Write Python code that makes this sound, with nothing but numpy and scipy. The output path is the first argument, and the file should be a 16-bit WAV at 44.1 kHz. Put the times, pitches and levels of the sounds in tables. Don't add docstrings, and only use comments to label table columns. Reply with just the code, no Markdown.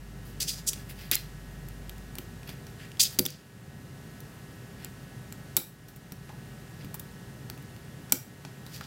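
import sys
import numpy as np
from scipy import signal
from scipy.fft import rfft, irfft
from scipy.io import wavfile
from scipy.ndimage import uniform_filter1d

SR = 44100
rng = np.random.default_rng(int(sys.argv[2]) if len(sys.argv) > 2 else 0)


def wrap_up_sound(samples):
    columns = np.atleast_2d(samples).T
    tamed = np.clip(columns, -1, 1)
    steps = np.round(tamed * 32767).astype(np.int16)
    wavfile.write(sys.argv[1], SR, steps)


N = 390726

# frequency in Hz, relative density in dB per Hz.
AIR_SPECTRUM = [(15, -50), (25, -27), (70, -8), (138, 2.5), (273, -11), (399, -16.5), (433, -16.5),
                (483, -17.5), (1250, -25.5), (1640, -24.5), (1780, -25), (1930, -26.5), (2460, -28.5),
                (14000, -36), (16500, -42)]
# time in seconds, rms level in dB before the dips.
DRONE_LEVELS = [(0, -44), (.3, -47), (.85, -49.5), (1.9, -45), (2.8, -58), (3.4, -65), (5.5, -60),
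                (6.8, -59), (8.86, -74)]
# multiple of the base pitch, rms level in dB before the dips.
WHINE_PARTIALS = [(4, -71.5), (6, -78.5), (7, -69.5), (8, -68), (9, -65), (10, -65), (11, -73.5), (14, -76),
                  (15, -73.5), (16, -77.5)]
# start in seconds, depth in dB.
BACKGROUND_DIPS = [(-.2, 3), (3.19, 5.5), (5.57, 5.5), (8.12, 3)]
# start in seconds, rise in ms, hold in ms, main fade in ms (a last fade
# takes as long again), level in dB, then bright, treble and low shares in dB.
STROKES = [(.22, 40, 41, 70, -63, -9, 7, -11), (0.4, 6.4, 17.6, 40, -31, 0.5, -5, -18),
           (.462, 21.5, 12, 128, -33.5, -1.5, -5, -18), (.545, 32, 20, 27, -52, -5, -7, -11),
           (0.663, 12.5, 14.6, 20, -35, 10, 0, -21), (.715, 18, 5, 27, -42.5, -14, -14, -11),
           (.745, 15, 55, 51, -60, -5, 0, 2), (.885, 9.9, 16, 53, -54, -3, 7.5, 3.5),
           (.95, 44, 55, 140, -53.5, -13, 0, 0.5), (1.115, 3.7, 15, 25, -35, -4, -3, 2.5),
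           (1.136, 9.7, 3.7, 6.7, -26, -5.5, -1, -10), (1.158, 5.1, 2.7, 49, -43, -12, -12, 5),
           (1.18, 8, 10, 200, -55, -7, -12, 0), (2.46, 20, 8.4, 120, -52.5, -6, -6, 5.5),
           (2.769, 34, 44, 110, -64, 3, -9.5, 13.5), (2.994, 4, 10, 25, -22, -6, -13, -30),
           (3.004, 10, 6.8, 31, -24, 3, -3, -33), (3.02, 9.4, 6.6, 24, -35, 7, 5, -24),
           (3.04, 5.8, 21, 26, -31, -11, -9, -31), (3.09, 20, 37, 40, -51.5, -10, 3, -17),
           (3.265, 5.4, 26, 174, -48, -7, -15, -7), (4.76, 67, 27, 46, -59, -9, -6, 7),
           (6.77, 30, 18, 120, -60, -7, -10, 5), (8.67, 85, 8, 92, -47, -7, -3, -9),
           (8.81, 27, 4, 73, -53, -11, -12, -6)]
# frequency in Hz, width in Hz, level in dB.
SHAFT_MODES = [(3540, 350, -0.5), (4920, 620, 12), (5930, 1200, 2.5), (7400, 1500, 4.5), (9700, 990, -15),
               (11200, 1600, 7.5), (14500, 4200, 14)]
# start in seconds, overall level in dB, pitch of the ringing part in Hz, its t60 in ms,
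# tweezer, board and desk thump shares in dB, chatter decay constant in ms, room share in dB.
CONTACTS = [(0.4028, -26, 4970, 7, 2, -36, -34, 1.2, -14), (0.4152, -15, 5150, 3, -17, -42, -32, 1.4, -2),
            (0.733, -18.5, 3540, 4.6, -2, -33, -31, 0.43, -13),
            (1.114, -8, 3900, 3.7, 1.8, -19, -19.5, 2.3, -11), (1.154, -13, 7350, 6, 4, -15, -31, 1.1, -27),
            (1.165, -20, 4150, 63, -15, -25, -32, 0.95, -7.5),
            (1.6863, -43.5, 2780, 7, 12, -18, -14, .9, -14),
            (1.895, -23.5, 3400, 3.9, -3.5, -15, -20, 1.6, -13),
            (1.9816, -39, 7060, 7, -1, -9, -11, 1.2, -12), (2.154, -26, 8740, 5.4, -6, -8, -11, 1.4, -12),
            (2.1844, -23.5, 3020, 4.3, 1.5, -6.5, -5, 2.2, -10),
            (2.4316, -32.5, 2590, 9, -16, -17, -18, 1.4, -14),
            (2.4754, -35, 11700, 60, -8, -4, -19, 1.3, -12),
            (2.4915, -32.5, 3330, 7, -4, -0.5, -3, 7.5, -7),
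            (2.5258, -37, 11700, 64, -14, -14, -9, 1.2, -9), (2.6677, -35.5, 5430, 7, -7, -5, -13, 1.5, -2),
            (2.9175, -26.5, 2780, 10, -18, -26, -26, 1.1, -14),
            (2.9712, -34, 3280, 9, -15, -12, -20, 1.2, -14),
            (2.9965, -8.5, 4600, 6.5, -12, -18, -35, 0.71, -16),
            (3.1888, 1.5, 6100, 3, -12, -33, -22.5, 0.46, -21),
            (3.1923, -2.5, 4700, 11, 0.5, -21, -12, 1.26, -14),
            (3.2015, -31.5, 11000, 8, -2, 3, 9.5, 1.4, -2), (3.2527, -14, 5800, 7, -13, -23, -35, 2.2, -16),
            (3.2552, -16, 5370, 8.3, -5, -19, -10.5, 1.8, -18),
            (3.262, -12.5, 3500, 11, 1.5, -30, -35, 2, -26),
            (3.2837, -34, 4700, 150, -12, -20, -18, 1.5, -8),
            (3.3037, -24.5, 6200, 6, -8, -33, -27, 1.1, -12),
            (4.204, -40, 6150, 7, 6.5, -22, -11, 1.7, -14),
            (4.8469, -23.5, 7800, 5.7, 2, -7, -12, 0.72, -17),
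            (5.3245, -27, 7600, 5.7, -4, -5.5, -28, 1.1, -13),
            (5.5667, -11.5, 7920, 18, 6.5, -10, -19, 2.2, -15),
            (5.5727, -17.5, 3830, 15, 3.5, -5, -8, 2.2, -4), (5.884, -42, 5830, 5.5, 1, -4, -5, 7.3, -4),
            (5.9607, -46, 3080, 6.6, 9, -28, 7, 6.7, -12), (6.121, -34, 5600, 14, 4.5, -3, 3, 2.6, -10),
            (6.292, -32, 865, 25, -30, -19, -10, 6, -2), (6.8461, -39, 2540, 6.5, 4, -6, 12, 5.8, -14),
            (6.9425, -32, 910, 13, 6.5, -6.5, -7, 7.8, -20), (6.996, -36, 3760, 7, 9.5, -24, -21, 3.1, -12),
            (7.4996, -29, 4490, 7.7, 2.5, 1.5, -9, 1.2, -12), (7.5767, -34, 2630, 8, -6, -19, -9, 1.3, -14),
            (7.6251, -44, 2610, 7, 3, -16, -8, 1.2, -14), (7.764, -42, 2820, 7, -4, 0, -1, 1.2, -14),
            (8.0967, -48, 7540, 8, -5.5, 9, -8, 1.9, 2), (8.1221, -5, 7700, 6, 2, -14, -18.5, 1.96, -13.5),
            (8.1259, -12.5, 5720, 11, -11, -5.5, -10, 1.3, -6),
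            (8.45, -30.5, 890, 7.6, -23, 0, -3, 2.3, -5.5), (8.665, -31.5, 3950, 7, -4, -6, -17, 1.5, -4),
            (8.81, -20.5, 1390, 5.9, -16, -26, -27, 2.1, -8)]
# frequency in Hz, width in Hz, level in dB.
TWEEZER_MODES = [(3690, 170, -12.5), (5620, 450, -14.5), (7860, 1500, -9.5), (10200, 380, -6),
                 (11120, 650, -5.5), (12950, 530, -12), (13780, 1760, 1), (16100, 640, 2)]
# frequency in Hz, width in Hz, level in dB.
BOARD_MODES = [(900, 270, 12), (1447, 240, 12.5), (2364, 210, 13), (3170, 750, 6), (4360, 490, 8),
               (5030, 1500, 2)]
# frequency in Hz, level in dB, t60 in seconds.
DESK_MODES = [(104, -13, 0.29), (148, -11, 0.61), (189, 6.5, 0.095), (269, 9.5, 0.097), (334, -1, 0.17),
              (359.7, 8.5, 0.14), (453, -4.5, 0.1), (502, 2, 0.28), (594, 4, 0.22)]

AIR_DB = -45
DRONE_HZ, DRONE_WAVER_HZ = 51.2, 1.665
HUM_HZ, HUM_DB = 398.5, -62.5
WHINE_HZ = 187.5
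DIP_HOLD_S, DIP_RECOVER_DB_PER_S = 0.11, 7
THUMP_HZ, THUMP_HZ_PER_DB = 156, -7.0
ROOM_T60_S, SCRAPE_ROOM_DB = 0.3, -11.5
TOP_HZ = 15800


def undb(db):
    return 10 ** (np.asarray(db) / 20)


def unit(x):
    return x / np.sqrt(np.mean(x ** 2))


def peak(x):
    return x / np.max(np.abs(x))


def band(x, lo_hz, hi_hz):
    edges_hz = [lo_hz, min(hi_hz, .45 * SR)]
    return signal.sosfilt(signal.butter(2, edges_hz, "band", fs=SR, output="sos"), x)


def resonate(x, hz, width_hz):
    return signal.lfilter(*signal.iirpeak(hz, hz / width_hz, SR), x)


def resonate_all(x, modes):
    return sum(undb(db) * resonate(x, hz, width_hz) for hz, width_hz, db in modes)


def walk(rate):
    hold = int(SR / rate)
    steps = np.repeat(rng.standard_normal(N // hold + 1), hold)
    return 0.935 * uniform_filter1d(uniform_filter1d(steps, hold), hold)[:N]


def air():
    f = np.fft.rfftfreq(N, 1 / SR) + 1
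    hz, db = np.transpose(AIR_SPECTRUM)
    shape = undb(np.interp(np.log(f), np.log(hz), db))
    noise = unit(irfft(rfft(rng.standard_normal(N)) * shape, N))
    rumble = signal.sosfiltfilt(signal.butter(2, 700., fs=SR, output="sos"), noise)
    hiss = noise - rumble
    return undb(AIR_DB) * (hiss + rumble * undb(1.2 * walk(9.0)))


def drone(t):
    hz = DRONE_HZ + DRONE_WAVER_HZ * walk(2.0)
    level = undb(np.interp(t, *np.transpose(DRONE_LEVELS)))
    return level * np.sin(2 * np.pi * np.cumsum(hz) / SR)


def hum(t):
    level = undb(HUM_DB + 0.5 * walk(2.09))
    return level * np.sin(2 * np.pi * HUM_HZ * t + 0.32 * walk(4.5))


def whine(t):
    return sum(undb(db) * np.sin(2 * np.pi * k * WHINE_HZ * t + .8 * k * k) for k, db in WHINE_PARTIALS)


def background():
    t = np.arange(N) / SR
    return air() + np.sqrt(2) * (drone(t) + hum(t) + whine(t))


def dips():
    t = np.arange(N) / SR
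    drop_db = 0
    for s, depth_db in BACKGROUND_DIPS:
        left_db = depth_db - DIP_RECOVER_DB_PER_S * (t - s - DIP_HOLD_S)
        drop_db = drop_db + (t > s) * np.clip(left_db, 0, depth_db)
    return undb(-drop_db)


def scrapes():
    t, out = np.arange(N) / SR, np.zeros(N)
    unevenness_db = 1.8 * rng.exponential(size=N) + 2.6 * walk(800) + 2.0 * walk(110)
    slips = rng.standard_normal(N) * undb(unevenness_db)
    body = unit(resonate_all(slips, SHAFT_MODES)) + undb(-3.5) * unit(slips)
    mid = unit(band(body, 2800., 5700.))
    bright = unit(band(body, 5700., 9500.))
    treble = unit(band(body, 9500., 17000.))
    low = unit(band(body, 1500., 2800.))
    for s, rise_ms, hold_ms, fade_ms, db, bright_db, treble_db, low_db in STROKES:
        turns = s + np.cumsum([0, rise_ms, hold_ms, fade_ms, fade_ms]) / 1000
        at = slice(int(s * SR), min(int(turns[-1] * SR), N))
        level_db = db + np.interp(t[at], turns, [-24.19, -2.36, -2.0945, -33.335, -59])
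        mix = mid[at] - undb(bright_db) * bright[at]
        mix = mix + undb(treble_db) * treble[at] - undb(low_db) * low[at]
        out[at] += undb(level_db) * mix
    return out


def chatter(ms, t):
    impacts = rng.standard_normal(len(t)) * np.exp(-1000 * t / max(ms, .15)) * (t < .03)
    spectrum = rfft(impacts)
    smooth = np.sqrt(uniform_filter1d(np.abs(spectrum) ** 2, size=25))
    return irfft(spectrum / smooth, len(t)) * np.exp(-t / .03)


def struck_part(push, hz, t60_ms):
    width_hz = np.log(1000) / np.pi / (max(t60_ms, 1) / 1000)
    return peak(resonate(push, hz, width_hz)) + undb(-4.5) * peak(band(push, hz / 3.3, hz * 3.6))


def tweezers(push):
    return peak(resonate_all(push, TWEEZER_MODES) + undb(-25.0) * band(push, 4300.0, 12000.0))


def desk_thump(thump_db, t):
    near_hz = max(THUMP_HZ + THUMP_HZ_PER_DB * thump_db, DESK_MODES[0][0])
    hz, db, t60 = np.transpose(DESK_MODES)[:, :, None]
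    db = db - 9.7 * np.log2(hz / near_hz) ** 2
    detune = 1 + .015 * rng.standard_normal(hz.shape)
    modes = undb(db - 60 * t / t60) * np.sin(2 * np.pi * hz * detune * t)
    return peak(np.sum(modes, axis=0)) * (1 - np.exp(-t / 0.0014))


def clicks():
    out, t = np.zeros((2, N + SR)), np.arange(SR // 4) / SR
    for s, db, hz, t60_ms, steel_db, board_db, thump_db, chatter_ms, room_db in CONTACTS:
        push = chatter(chatter_ms, t)
        board = peak(resonate_all(push, BOARD_MODES))
        hit = undb(-11.0) * struck_part(push, hz, t60_ms)
        hit = hit + undb(steel_db) * tweezers(push) + undb(board_db) * board
        direct = hit + undb(thump_db) * desk_thump(thump_db, t)
        i = int(s * SR)
        out[:, i:i + len(t)] += undb(db) * np.array([direct, undb(room_db) * hit])
    return out[:, :N]


def room(send):
    t = np.arange(SR // 2) / SR
    tail = rng.standard_normal(len(t)) * undb(-60 * t / ROOM_T60_S) * (1 - np.exp(-t / 0.00093))
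    return signal.fftconvolve(send, tail / np.sqrt(np.sum(tail ** 2)))[:N]


def scene():
    bed = dips() * background()
    rubs = scrapes()
    taps, taps_to_room = clicks()
    wet = room(taps_to_room + undb(SCRAPE_ROOM_DB) * rubs)
    return (taps + rubs + wet + bed)[None]


def record(dry):
    return signal.sosfilt(signal.ellip(10, .2, 70, TOP_HZ, fs=SR, output="sos"), dry)


dry = scene()
out = record(dry)
wrap_up_sound(out)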